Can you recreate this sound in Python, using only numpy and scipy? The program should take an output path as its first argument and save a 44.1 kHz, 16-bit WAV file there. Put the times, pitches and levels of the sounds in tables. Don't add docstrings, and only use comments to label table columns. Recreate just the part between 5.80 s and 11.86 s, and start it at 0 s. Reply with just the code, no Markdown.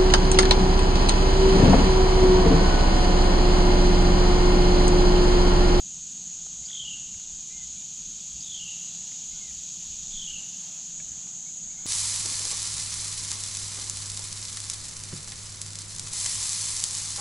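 import sys
import numpy as np
from scipy import signal
from scipy.fft import rfft, irfft
from scipy.io import wavfile
from scipy.ndimage import uniform_filter1d

SR = 44100
rng = np.random.default_rng(int(sys.argv[2]) if len(sys.argv) > 2 else 0)


def volts_from_decibels(level):
    exponent = np.asarray(level, float) / 20
    return 10 ** exponent


def to_wav(sig):
    pcm = np.clip(np.atleast_2d(sig), -1, 1) * 32767
    pcm = np.round(pcm).astype(np.int16)
    wavfile.write(sys.argv[1], SR, pcm.T)


N = 267246

# time_s, gain_towards_bank_db
HEAD_TURN = [
    (0, 0),
    (1.5, 0.3),
    (2.5, 2),
    (2.85, 3.5),
    (3.5, 3.5),
    (4.2, 4),
    (4.9, 4),
    (5.15, 2),
    (5.3, 1.5),
    (6.06, .4),
]
# time_s, level_db
WATER_SWELL = [(0, -68.5), (0.7, -66.5), (1.3, -67.5), (2.5, -67.5), (3.2, -65), (4.1, -66.5), (4.9, -63),
               (5.15, -66.5), (5.3, -63), (5.75, -66), (6.06, -60.5)]
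CALM_DB = -71.5


def evened(x):
    return x / np.sqrt(np.mean(x ** 2) + 1e-20)


def steadied(x):
    return evened(x / np.sqrt(uniform_filter1d(x ** 2, size=3000) + .1))


def column(rows, index):
    rows = np.array(rows)
    return np.interp(np.arange(N) / SR, rows[:, 0], rows[:, index])


def add(mix, start_s, sound):
    part = mix[round(start_s * SR):][:len(sound)]
    part += sound[:len(part)]


def colour(x, spectrum):
    f, db = np.transpose(spectrum)
    hz = np.fft.rfftfreq(len(x), 1 / SR)
    gain = volts_from_decibels(np.interp(np.log(hz + 1), np.log(f + 1), db, left=-120, right=-120))
    return evened(irfft(rfft(x) * gain, len(x)))


def patchy(patchy_db, swell_db):
    frames = N // 128 + 5
    real, imaginary, patches = rng.standard_normal((frames, 257, 3)).T
    patches = uniform_filter1d(patches, size=5, axis=0)
    patches = evened(uniform_filter1d(patches, size=20, axis=1))
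    swell = evened(uniform_filter1d(rng.standard_normal(frames), size=24))
    z = (real + 1j * imaginary) * volts_from_decibels(patchy_db * patches + swell_db * swell)
    return signal.istft(z, nperseg=512, noverlap=384)[1][:N]


def woods(x, t60, wet_db, turns_hz, size):
    out, t = np.zeros(N), np.arange(22 * size + 150) / SR
    for k in range(3):
        taps = np.zeros(len(t))
        arrivals = 150 + 22 * np.arange(size) + rng.integers(0, 22, size)
        taps[arrivals] = rng.choice([-1., 1.], size)
        taps *= volts_from_decibels(-60 * t / t60)
        turn = np.cos(2 * np.pi * turns_hz * np.arange(N) / SR + k * np.pi / 3) * np.sqrt(2 / 3)
        out += volts_from_decibels(wet_db) * signal.fftconvolve(x * turn, taps / np.linalg.norm(taps))[:N]
    return out


def tymbal_clicks(count, low_hz, high_hz, jitter, spread_db):
    out = np.zeros(N)
    wander = evened(uniform_filter1d(rng.standard_normal(N), size=300))
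    for share, far, lag in rng.random((count, 3)):
        rate_hz = (low_hz + share * (high_hz - low_hz)) * (1 + jitter * np.roll(wander, int(lag * N)))
        clicks = np.diff(np.floor(np.cumsum(rate_hz) / SR + far), prepend=0) > 0
        out += volts_from_decibels(-spread_db * far) * clicks
    return out * (1 + 0.18 * rng.standard_normal(N))


def near_cicadas():
    # time_s, level_db
    drone = [(0.0, -38.5), (0.3, -37.5), (1.3, -38), (2.0, -38), (3.2, -37), (3.5, -37.5), (4.4, -37),
             (4.9, -37.5), (6.06, -37.5)]
    # pitch_hz, density_db
    tymbal = [(4600, -50), (5300, -43), (5900, -18.5), (6250, -5), (6500, -2), (6800, -0.5), (7050, -4.5),
              (7300, -7), (7550, -14), (7950, -15.5), (8250, -23.5), (8550, -36), (9000, -58)]
    clicks = tymbal_clicks(count=24, low_hz=110.05, high_hz=330.2, jitter=.12, spread_db=8.5)
    source = evened(clicks) + 0.62 * evened(patchy(0.61, 0.26))
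    return volts_from_decibels(column(drone, index=1)) * colour(source, tymbal)


def far_cicadas(turn_db):
    # pitch_hz, density_db
    far_body = [(1060, -46), (1800, -34), (2200, -20.5), (2480, -11.5), (2670, -11.5), (2750, -10),
                (3280, -5), (5240, -5.5), (6000, 0), (7800, -21.5), (13200, -120)]
    tired_s = np.maximum(np.arange(N) / SR - 4.18, 0)
    level_db = -49.5 + 0.73 * turn_db - 1.7 * tired_s
    return volts_from_decibels(level_db) * colour(patchy(0.9, 0.13), far_body)


def rustling_leaves(turn_db):
    # pitch_hz, density_db
    rustle = [(8000, -15), (8500, 0), (9100, -1), (10000, -6), (10700, 0), (11500, -9), (12000, -10),
              (12500, -12), (13200, -12), (14000, -16), (14600, -13), (15150, -18), (15250, -26),
              (15800, -28)]
    return volts_from_decibels(-69.5 + turn_db) * colour(patchy(0.62, 0.53), rustle)


def hull_hum(thrum_db, water_db):
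    # pitch_hz, density_db
    hollow = [(70, -28), (85, -12), (110, -6.5), (150, -4), (175, 1.5), (200, -3.5), (230, -7), (330, -17),
              (480, -25), (620, -45)]
    level_db = -57.5 + 0.055 * (thrum_db - CALM_DB) + 0.24 * (water_db - water_db.mean())
    return volts_from_decibels(level_db) * colour(patchy(0.99, 0.61), hollow)


def water_wash(water_db):
    # pitch_hz, density_db
    wash = [(240, -27), (400, -10), (581, -5), (767, 1), (991, -5), (1830, -6), (2300, -7.5), (2990, -38),
            (5060, -120)]
    return volts_from_decibels(water_db) * colour(patchy(1.6, 0.21), wash)


def gusts(index):
    # middle_s, half_length_s, breeze_db, thrum_db
    puffs = [(0.04, .08, -72, -62), (0.183, 0.07, -61, -59), (0.448, 0.12, -80, -63),
             (0.652, .15, -61, -62), (0.8, 0.075, -66, -51), (1.04, .07, -62, -59), (1.212, 0.15, -61, -59),
             (1.356, 0.037, -56, -46), (1.536, 0.1, -51, -55.5), (1.774, .07, -58, -57.5),
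             (1.876, 0.16, -66, -55.5), (2.28, .13, -55, -56.5), (2.55, 0.089, -61, -51),
             (2.8, .25, -66, -62), (3.2, 0.068, -70, -59), (3.538, 0.11, -55, -59),
             (3.738, 0.13, -63, -52.5), (4.105, .13, -51, -54), (4.22, .12, -55, -56),
             (4.358, 0.18, -43.5, -71), (4.5, 0.17, -54, -55), (5.18, 0.14, -61, -74),
             (5.313, 0.1, -80, -54), (5.7, .15, -75, -74), (5.87, .1, -64, -59), (6.04, .15, -60, -60)]
    t = np.arange(N) / SR
    levels_db = []
    for row in puffs:
        swell = np.clip(1 - abs(t - row[0]) / (1.19 * row[1]), 0, 1)
        levels_db.append(CALM_DB + (row[index] - CALM_DB) * swell)
    return np.max(levels_db, axis=0)


def breeze():
    # pitch_hz, density_db
    buffeting = [(7.1, -32), (12, 4), (44, -13), (57, -48), (97, -120)]
    return volts_from_decibels(gusts(index=2)) * steadied(colour(rng.standard_normal(N), buffeting))


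def hull_thrum(thrum_db):
    # pitch_hz, density_db
    shaken = [(26, -48), (44, 2.5), (63, 6.5), (85, -10.5), (110, -16), (190, -120)]
    return volts_from_decibels(thrum_db) * steadied(colour(rng.standard_normal(N), shaken))


def boat():
    # start_s, peak_db, low_ring_hz, high_ring_hz, high_ring_db
    ticks = [(.665, -45.5, 800, 1240, -3), (.905, -60, 1610, 1940, 15), (1.344, -52.5, 1650, 2270, 6),
             (1.398, -53, 1510, 2100, 0), (2.517, -63, 1700, 2180, 0), (3.318, -55, 1250, 2060, 11.5),
             (3.709, -52, 1900, 2350, 8), (4.512, -52, 1680, 2100, -3), (4.645, -66, 1200, 1990, 2),
             (5.103, -53, 1685, 2100, -6), (5.472, -52, 1570, 2090, 2), (5.55, -61, 1500, 1800, 0)]
    # start_s, peak_db, low_ring_hz, high_ring_hz, high_ring_db
    loose_taps = [
        (.781, -60, 720, 2310, -12),
        (1.037, -57, 714, 1400, -14),
        (3.71, -61, 770, 2000, -12),
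        (5.2, -48.5, 1690, 2300, 3.5),
        (5.201, -54, 616, 2650, 2),
    ]
    out, t = np.zeros(N), np.arange(2000) / SR
    snap = 1.1 * (1 - t / 0.00006) * np.exp(-t / 0.00011)
    for rows, t60 in ((ticks, 0.015), (loose_taps, 0.04)):
        for start_s, db, low_hz, high_hz, high_db in rows:
            rings = np.sin(2 * np.pi * low_hz * t) + volts_from_decibels(high_db) * np.sin(2 * np.pi * high_hz * t)
            rings *= volts_from_decibels(-60 * t / t60) * np.minimum(t / 0.00071, 1)
            add(out, start_s, volts_from_decibels(db + 2.5) * (rings + snap))
    out = signal.lfilter(*signal.butter(2, 2800, fs=SR), out)
    knock = np.sin(2 * np.pi * 215 * t) * np.minimum(t / .008, 1.1) ** 1.8
    add(out, 6.0515, volts_from_decibels(-30) * knock)
    return out


def crow():
    # start_s, length_s, level_db, top_pitch_hz, gape_at_top_db
    calls = [(.82, .147, -66, 736, 8), (1.695, .15, -63, 703, 0), (1.685, .055, -66, 803, 0),
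             (1.96, .07, -66, 812, 0), (3.506, .21, -63, 736, 10), (5.655, .04, -64, 768, 0),
             (5.895, .045, -64, 780, 1), (5.945, .115, -69, 742, 10), (5.972, .028, -61, 750, 0),
             (6.002, .02, -65, 785, 0), (6.027, .028, -62, 768, 0)]
    top_s, break_s, break_hz = .065, .147, 28
    out = np.zeros(N)
    for start_s, length_s, db, top_hz, gape_db in calls:
        t = np.arange(0, length_s, 1 / SR)
        bend_hz = np.where(t < top_s, 12000, 7500) * (t - top_s) ** 2
        hz = top_hz - bend_hz + break_hz * (t > break_s)
        gape = gape_db * np.exp(-((t - top_s) / .03) ** 4)
        waver, flutter = uniform_filter1d(rng.standard_normal((2, len(t))), size=300)
        turns = np.cumsum(hz * (1 + .004 * evened(waver))) / SR
        lower = np.sin(4 * np.pi * turns) + .25 * np.sin(2 * np.pi * turns)
        voice = volts_from_decibels(-gape) * np.sin(6 * np.pi * turns) + volts_from_decibels(-15 + 1.15 * gape) * lower
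        level = volts_from_decibels(db + 2.0 * evened(flutter))
        add(out, start_s, np.sqrt(2) * level * voice * signal.windows.tukey(len(t), .2))
    return out + woods(out, t60=.5, wet_db=-9, turns_hz=3.1, size=800)


def chirp(out_db, hz, rise_hz, length_s):
    u = np.linspace(-.5, .75, round(1.25 * length_s * SR))
    turns = np.cumsum(hz + rise_hz * (u + .6 * u ** 2)) / SR
    body = np.cos(np.pi * np.clip(u, -.5, .5)) ** 1.3
    flick = 0.23 * np.exp(-((u - .5) / 0.29) ** 2)
    return volts_from_decibels(out_db) * (body + flick) * np.sin(2 * np.pi * turns)


def wren():
    # note_middle_s, peak_db, middle_hz
    trill = [(.005, -5.5, 3300), (.017, -5, 3480), (.033, -5, 3430), (.05, -2.5, 3350), (.071, -1, 3373),
             (.093, -0.5, 3295), (.12, 0.5, 3190), (.145, -3, 3120), (.175, -3, 2940), (.2, -1, 2950),
             (.234, -5, 2826), (.258, -4, 2752), (.284, -5, 2730)]
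    # start_s, level_db, pitch_shift_hz, straight_path_db, opening_tick_db
    songs = [
        (.882, -32, -76, -1, -40),
        (2.629, -34, 115, -2.5, -40),
        (4.305, -34, -12, -1, -92),
    ]
    note_counts = [12, 13, 13]
    opener_s, opener_length_s = -.0215, .012
    settle_s, lowest_hz = 0.181, 2750
    out, straight = np.zeros(N), np.zeros(N)
    gaps_s = np.gradient(np.array(trill)[:, 0])
    for (start_s, song_db, shift_hz, straight_db, opener_db), count in zip(songs, note_counts):
        song = np.zeros(N)
        opener = chirp(opener_db - straight_db, 4760, 680, opener_length_s)
        add(song, start_s + opener_s - opener_length_s / 2, opener)
        for (s, db, hz), gap_s in zip(trill[:count], gaps_s):
            hz = max(hz + shift_hz * (1 - s / settle_s), lowest_hz)
            length_s = .8 * gap_s * min(0.39 + s / .2, 1)
            rise_hz = 770 - 1200 * s
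            add(song, start_s + s - length_s / 2, chirp(song_db + db, hz, rise_hz, length_s))
        out += song
        straight += volts_from_decibels(straight_db) * song
    near_echo = woods(out, t60=.22, wet_db=-6, turns_hz=9.0, size=400)
    dull = signal.lfilter(*signal.butter(4, 3250, fs=SR), out)
    return straight + near_echo + woods(dull, t60=1.1, wet_db=-4.0, turns_hz=2.5, size=1800)


def scene():
    turn_db, water_db = column(HEAD_TURN, index=1), column(WATER_SWELL, index=1)
    thrum_db = gusts(index=3)
    mono = near_cicadas() + far_cicadas(turn_db) + rustling_leaves(turn_db)
    mono += hull_hum(thrum_db, water_db) + water_wash(water_db)
    mono += breeze() + hull_thrum(thrum_db)
    mono += boat() + crow() + wren()
    return np.array([mono, mono])


def faint_high_hiss():
    # pitch_hz, density_db
    hiss_bands = [(11700, -36), (11950, -12), (12300, -5), (13200, -12), (13900, -5), (14400, -14),
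                  (14700, -27)]
    level_db = -84 + 1.1 * column(HEAD_TURN, index=1)
    return volts_from_decibels(level_db) * colour(rng.standard_normal(N), hiss_bands)


def roll_off(x):
    return signal.sosfilt(signal.butter(12, 15720, fs=SR, output="sos"), x)


def record(dry):
    hiss = faint_high_hiss()
    return roll_off(dry + np.array([hiss, -hiss]))


dry = scene()
out = record(dry)
to_wav(out)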